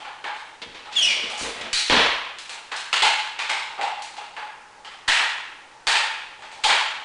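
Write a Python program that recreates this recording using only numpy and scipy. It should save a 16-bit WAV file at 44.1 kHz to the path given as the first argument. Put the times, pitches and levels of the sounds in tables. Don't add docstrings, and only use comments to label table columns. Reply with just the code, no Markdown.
import sys
import numpy as np
from scipy import signal
from scipy.fft import rfft, irfft
from scipy.io import wavfile

SR = 44100
rng = np.random.default_rng(int(sys.argv[2]) if len(sys.argv) > 2 else 0)


def materialize(psi):
    bounded = np.clip(np.atleast_2d(psi).T, -1, 1)
    quanta = np.round(bounded * 32767).astype(np.int16)
    wavfile.write(sys.argv[1], SR, quanta)


N = 310464

# start_s, level_db, pop_db (re crack), treble_db, knock_hz (where the hand lands)
SLAPS = [(0.003, -7.5, -1, -12, 3200), (0.045, -5.5, 0, -23, 1450), (0.241, 2.5, -1, -18.5, 1610),
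         (0.363, -12, -10, 7, 3700), (0.851, -9, 2, -16, 1290), (1.3, -4.5, 2, 25, 1320),
         (2.497, -5.5, -6, -14, 2540), (2.716, 3.5, -8, -11, 1600), (2.929, 14, -21, -1.5, 2900),
         (3.022, 17, -3.5, 2.5, 3010), (3.389, 6.5, -12, -6.5, 2450), (3.495, 9, -5.5, -1, 2160),
         (3.779, -3.5, 12, -24, 1330), (3.812, 4, 4, -5.5, 2700), (4.168, -5.5, 2.5, -3, 2820),
         (4.366, -1, -1, -19.5, 1660), (4.848, -6, -8, -5, 3080), (5.08, 20.5, -15, 0, 1840),
         (5.191, 5, -7, -28, 1790), (5.87, 17, -7, 4.5, 1800), (5.954, 10.5, -12, -6, 2530),
         (6.422, -8, -5, -10, 1770), (6.516, -10.5, -0.5, 15, 2280), (6.638, 17.5, -2.5, 8, 3250),
         (6.692, 15, -10, -14.5, 2310)]
# freq_hz, density_db
CRACK_COLOUR = [(60, -43.5), (150, -30.5), (300, -15.5), (480, -9), (650, -5), (850, 1.5), (1300, 3),
                (1800, 3.5), (2400, 4.5), (3300, 4), (4400, 1.5), (5600, -7), (8000, -9), (10000, -18.5)]
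# pitch_hz, level_db, t60_s
STOCK_MODES = [(464, 5.5, 0.043), (1390, -9, 0.043), (1665, 9, 0.21), (2340, -2.5, 0.062), (2770, 5, 0.16),
               (3050, -18.5, 0.24), (3640, -3, 0.079)]
STOCK_DB = -16.5
KNOCK_DB, KNOCK_CYCLES = -7.5, 28
FINGERS_LEAD_S, FINGERS_DB = .002, -15
RATTLE_S, RATTLE_SHORTENS = 0.011, 0.13
HOLLOW_HZ, HOLLOW_FALL_HZ_PER_DB, GRIP_S, HOLLOW_CYCLES = 850.5, 3, .009, 32
UNEVEN_DB = 1.8


def rifle_slaps():
    out = np.zeros(N)
    no_bass = signal.butter(2, 480, "high", fs=SR, output="sos")
    for start_s, level_db, pop_db, treble_db, knock_hz in SLAPS:
        strength = from_db(level_db)
        rattle_s = RATTLE_S * from_db(-RATTLE_SHORTENS * level_db)
        crack = pulse(CRACK_COLOUR, treble_db=treble_db, uneven_db=UNEVEN_DB)
        knock = from_db(KNOCK_DB) * cavity(knock_hz, KNOCK_CYCLES)
        wood = knock + from_db(STOCK_DB) * ring(STOCK_MODES, detune=0.00075)
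        pop = cavity(HOLLOW_HZ - HOLLOW_FALL_HZ_PER_DB * pop_db, HOLLOW_CYCLES)
        add(out, start_s - FINGERS_LEAD_S, strength * from_db(FINGERS_DB) * contact(crack, RATTLE_S))
        add(out, start_s, strength * contact(crack, rattle_s))
        add(out, start_s, strength * contact(signal.sosfilt(no_bass, wood), rattle_s))
        pop_in_hall = contact(signal.sosfilt(no_bass, pop), rattle_s)
        add(out, start_s + GRIP_S, strength * from_db(pop_db) * pop_in_hall)
    return out


# start_s, level_db, ring_db (re tick)
CLINKS = [(1.73, 14.5, -2.5), (1.773, -8, -16), (2.385, -4.5, -20), (2.494, -3.5, -16), (2.763, 0, -18),
          (4.02, -4, -28)]
# freq_hz, density_db
TICK_COLOUR = [(100, -50), (600, -39), (1400, -4.5), (2300, 0.5), (4200, 2.5), (5500, -3), (8000, -4),
               (10000, -10.5)]
# pitch_hz, level_db, t60_s
METAL_MODES = [(3910, -3, .05), (4156, 0, 0.064), (3880, -17, .06), (4540, -0.5, 0.034), (6400, -18, .2),
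               (8540, -25, .08)]
CLINK_TREBLE_DB, CLINK_RATTLE_S = -1, 0.0088


def fittings():
    out = np.zeros(N)
    for start_s, level_db, ring_db in CLINKS:
        tick = pulse(TICK_COLOUR, treble_db=CLINK_TREBLE_DB, uneven_db=UNEVEN_DB)
        metal = ring(METAL_MODES, detune=0.00076)
        add(out, start_s, from_db(level_db) * contact(tick, CLINK_RATTLE_S))
        add(out, start_s, from_db(level_db + ring_db) * contact(metal, CLINK_RATTLE_S))
    return out


# start_s, level_db, thud_db, treble_db, scrape_s
STEPS = [(0.617, -5, -14, 1, 0.0011), (0.66, -15.5, 24, -20, 0.011), (0.741, -6.5, -4, 3.5, 0.013),
         (1.23, -5, 5, 7, 0.0098), (1.41, 5.5, 6.5, -2, 0.03), (1.611, -6, -5, 16, 0.002),
         (1.898, 24, -7.5, -2.5, 0.0092), (1.921, 15.5, -3, -10, 0.002), (1.966, 14, -7.5, -17, 0.0035)]
# freq_hz, density_db
STAMP_COLOUR = [(25, -30), (55, -15), (110, -4), (250, -1.5), (350, -1.5), (490, 0.5), (750, -3.5),
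                (1300, -6), (2200, -4), (3400, -3), (4600, -10), (6000, -18.5), (10000, -31.5)]
# pitch_hz, level_db, t60_s
FLOOR_MODES = [(240, 1, .3), (265.5, 1.5, 0.17), (464.4, 2.5, .25), (511.6, -5, .25)]
# freq_hz, density_db
BOOM_COLOUR = [(25, -10), (50, 3.5), (80, -18), (160, -12), (1000, -65)]
FLOOR_DB, BOOM_DB, BOOM_T60_S = -12, -21.5, 0.62


def footwork():
    out = np.zeros(N)
    dying = from_db(-60 * np.arange(SR) / SR / BOOM_T60_S)
    for start_s, level_db, thud_db, treble_db, scrape_s in STEPS:
        stamp = pulse(STAMP_COLOUR, thud_db, treble_db, uneven_db=UNEVEN_DB)
        add(out, start_s, from_db(level_db) * contact(stamp, scrape_s, direct_db=-23))
        weight = from_db(level_db + thud_db / 2)
        rumble = dying * rng.standard_normal(SR)
        boom = unit_energy(signal.fftconvolve(rumble, pulse(BOOM_COLOUR)))
        add(out, start_s, weight * from_db(BOOM_DB) * boom)
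        floor = contact(ring(FLOOR_MODES, detune=0), scrape_s)
        add(out, start_s, weight * from_db(FLOOR_DB) * floor)
    return out


# start_s, length_s, pitch_hz (at the start), level_db,
# overtone_db (re fundamental), tremble_share (of pitch)
SQUEAKS = [(0.954, 0.11, 3612, -18.5, -16.5, 0.0081), (0.956, 0.015, 2940, -25.5, -33, 0.011),
           (1.02, 0.03, 2870, -22.5, -1, 0.041), (1.071, 0.051, 2600, -22, -9, .04)]


def squeaking_soles():
    out = np.zeros(N)
    for start_s, length_s, pitch_hz, level_db, overtone_db, tremble_share in SQUEAKS:
        add(out, start_s, from_db(level_db) * squeak(length_s, pitch_hz, overtone_db, tremble_share))
    return signal.fftconvolve(out, hall(build_s=0.00098, direct_db=1.5))[:N]


SAG_SHARE, SAG_S, SQUEAK_HOP_SHARE = 0.27, .085, .024
SQUEAK_ATTACK_S, SQUEAK_RELEASE_S, SQUEAK_FLUTTER_DB = 0.013, 0.01, 3.5


def squeak(length_s, pitch_hz, overtone_db, tremble_share, grit_db=-19, third_db=-13):
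    level = envelope(length_s, SQUEAK_ATTACK_S, SQUEAK_RELEASE_S)
    size = len(level)
    sagging_hz = pitch_hz * (1 - SAG_SHARE * (1 - np.exp(-np.arange(size) / SR / SAG_S)))
    waver = smooth(rng.standard_normal(size), .0008)
    tremble = tremble_share * waver / waver.std()
    bend = 1 + tremble + SQUEAK_HOP_SHARE * wander(size, SR // 150)
    phase = 2 * np.pi * np.cumsum(sagging_hz * bend) / SR
    overtones = np.sin(2 * phase) + from_db(third_db) * np.sin(3 * phase)
    slips = np.sin(phase) + from_db(overtone_db) * overtones
    rub = signal.fftconvolve(rng.standard_normal(size), pulse(TICK_COLOUR))[:size]
    flutter = from_db(SQUEAK_FLUTTER_DB * wander(size, SR // 120))
    return (slips + from_db(grit_db) * rub) * level * flutter


# start_s, length_s, level_db, treble_db
SCUFFS = [(0.912, 0.21, -34.5, 11.5), (1.047, 0.39, -39.5, -2.5), (1.372, 0.047, -30, 76),
          (1.557, 0.097, -37, -13)]
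SCUFF_ATTACK_S, SCUFF_RELEASE_S, SCUFF_GRAIN_DB, SCUFF_BASS_DB = 0.013, 0.031, 4, -11


def scuffs():
    out = np.zeros(N)
    for start_s, length_s, level_db, treble_db in SCUFFS:
        level = envelope(length_s, SCUFF_ATTACK_S, SCUFF_RELEASE_S)
        grain = from_db(SCUFF_GRAIN_DB * wander(len(level), SR // 200))
        rub = level * grain * rng.standard_normal(len(level))
        coloured_rub = signal.fftconvolve(rub, pulse(STAMP_COLOUR, SCUFF_BASS_DB, treble_db))
        add(out, start_s, from_db(level_db) * coloured_rub)
    return signal.fftconvolve(out, hall(build_s=0.0063, direct_db=-2))[:N]


TAPS_PER_S, TAP_DB, TAP_SPREAD_DB = 4, -19, 3
TAP_CRACK_DB = -9


def finger_taps():
    strengths = from_db(TAP_DB + TAP_SPREAD_DB * rng.standard_normal(N))
    taps = (rng.random(N) < TAPS_PER_S / SR) * strengths
    hollow = contact(cavity(HOLLOW_HZ, HOLLOW_CYCLES), RATTLE_S)[:SR]
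    crack = contact(pulse(CRACK_COLOUR), RATTLE_S)[:SR]
    return signal.fftconvolve(taps, hollow + from_db(TAP_CRACK_DB) * crack)[:N]


# freq_hz, density_db
ROOM_COLOUR = [(25, 2), (60, -4), (130, -8.5), (300, 0), (500, 3), (680, 1.5), (850, 11.5), (1050, 5),
               (1800, 1), (3200, -7), (5000, -7), (10000, -15)]
ROOM_TONE_DB = -49.5
HUM_HZ, HUM_DB = 120, -75


def room_tone():
    air = signal.fftconvolve(rng.standard_normal(N), pulse(ROOM_COLOUR))[:N]
    hum = np.sqrt(2) * np.sin(2 * np.pi * HUM_HZ * np.arange(N) / SR)
    return from_db(ROOM_TONE_DB) * air + from_db(HUM_DB) * hum


# freq_hz, t60_s
HALL_T60 = [(100, 0.15), (400, 0.51), (1000, 0.9), (2500, 0.92), (4500, 0.72), (8000, 0.63)]
FLUTTER_DB = 1.2


def hall(build_s, direct_db, early_db=-8, early_s=0.016, echoes_per_s=1500):
    t = np.arange(SR) / SR
    hz = np.fft.rfftfreq(SR, 1 / SR)
    white = rfft(rng.standard_normal(SR))
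    centres, t60s = np.transpose(HALL_T60)
    tail = 0
    for t60, share in zip(t60s, np.eye(len(t60s))):
        band = irfft(white * np.interp(hz, centres, share))
        tail = tail + band * np.exp(-np.log(1000) * t / t60)
    tail = tail * from_db(FLUTTER_DB * wander(SR, SR // 150))
    echoes = rng.choice([-1, 1], SR) * (rng.random(SR) < echoes_per_s / SR)
    early = echoes * np.exp(-t / early_s)
    swelling_tail = unit_energy(tail * (1 - np.exp(-t / build_s)))
    response = swelling_tail + from_db(early_db) * unit_energy(early)
    response[0] += from_db(direct_db)
    return response


def contact(sound, spread_s, direct_db=-15, firm_s=0.0052):
    edge_db = -10 * np.log10(1 + (spread_s / firm_s) ** 2)
    return signal.fftconvolve(sound, hall(spread_s, direct_db + edge_db, early_db=1.5 + edge_db))


def pulse(colour, bass_db=0, treble_db=0, bass_hz=450, treble_hz=3000, uneven_db=0, size=2048):
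    hz = np.fft.rfftfreq(size, 1 / SR)
    bass_shelf = bass_db / (1 + (hz / bass_hz) ** 2)
    treble_shelf = treble_db * hz ** 2 / (hz ** 2 + treble_hz ** 2)
    db = at_hz(colour, hz) + bass_shelf + treble_shelf + uneven_db * wander(len(hz), 6)
    cepstrum = irfft(np.log(from_db(db)))
    cepstrum[1:size // 2] *= 2
    cepstrum[size // 2 + 1:] = 0
    return unit_energy(irfft(np.exp(rfft(cepstrum))))


def ring(modes, detune):
    t = np.arange(SR // 4) / SR
    hz, db, t60 = np.transpose(modes)[:, :, None]
    hz = hz * (1 + detune * rng.standard_normal(hz.shape))
    decay = np.exp(-np.log(1000) * t / t60)
    return unit_energy(np.sum(from_db(db) * decay * np.sin(2 * np.pi * hz * t), axis=0))


def cavity(hz, cycles):
    return ring([(hz, 0, cycles / hz)], detune=0)


def envelope(length_s, attack_s, release_s):
    t = np.arange(SR // 2) / SR
    return np.minimum(t / attack_s, 1) * np.exp(-np.maximum(t - length_s, 0) / release_s)


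def wander(size, step):
    knots = size // step + 2
    return np.interp(np.arange(size) / step, np.arange(knots), rng.standard_normal(knots))


def smooth(x, seconds):
    r = np.exp(-1 / (seconds * SR))
    return signal.lfilter([1 - r], [1, -r], x)


def from_db(db):
    return 10 ** (np.asarray(db) / 20)


def unit_energy(x):
    return x / np.sqrt(np.sum(x ** 2) + 1e-20)


def at_hz(points, hz):
    table_hz, values = np.transpose(points)
    return np.interp(np.log(hz + 1), np.log(table_hz), values)


def add(out, start_s, sound):
    start = max(0, round(start_s * SR))
    out[start:start + len(sound)] += sound[:N - start]


def scene():
    rifles = rifle_slaps() + fittings() + finger_taps()
    feet = footwork() + squeaking_soles() + scuffs()
    return (rifles + feet + room_tone())[None]


ATTACK_S, LOOK_AHEAD_S = .001, .003
THUMP_PER_DB, THUMP_S = .0035, .035
KICK_SIZE, KICK_S = 3.5, .0015


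def gain_control(x, ceiling_db=-19.5, sense_s=0.001, release_db_per_s=50):
    bright = signal.lfilter([1, -.9], [1], x)
    sensed_db = 10 * np.log10(smooth(bright ** 2, sense_s) + 1e-12)
    over_db = np.maximum(sensed_db - ceiling_db, 0)
    creep_db = release_db_per_s * np.arange(N) / SR
    held_db = np.maximum.accumulate(over_db + creep_db, axis=-1) - creep_db
    cut_db = smooth(held_db, ATTACK_S)
    turn = np.maximum(np.diff(cut_db, prepend=0), 0)
    early_cut_db = np.roll(cut_db, -round(LOOK_AHEAD_S * SR), axis=-1)
    thump = THUMP_S * smooth(turn, THUMP_S) - KICK_SIZE * KICK_S * smooth(turn, KICK_S)
    return x * from_db(-early_cut_db) + THUMP_PER_DB * SR * thump


def record(dry):
    rounded = .62 * np.tanh(gain_control(dry) / .62)
    top_cut = signal.ellip(12, .2, 70, 10100, fs=SR, output="sos")
    return signal.sosfilt(top_cut, rounded)


dry = scene()
out = record(dry)
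materialize(out)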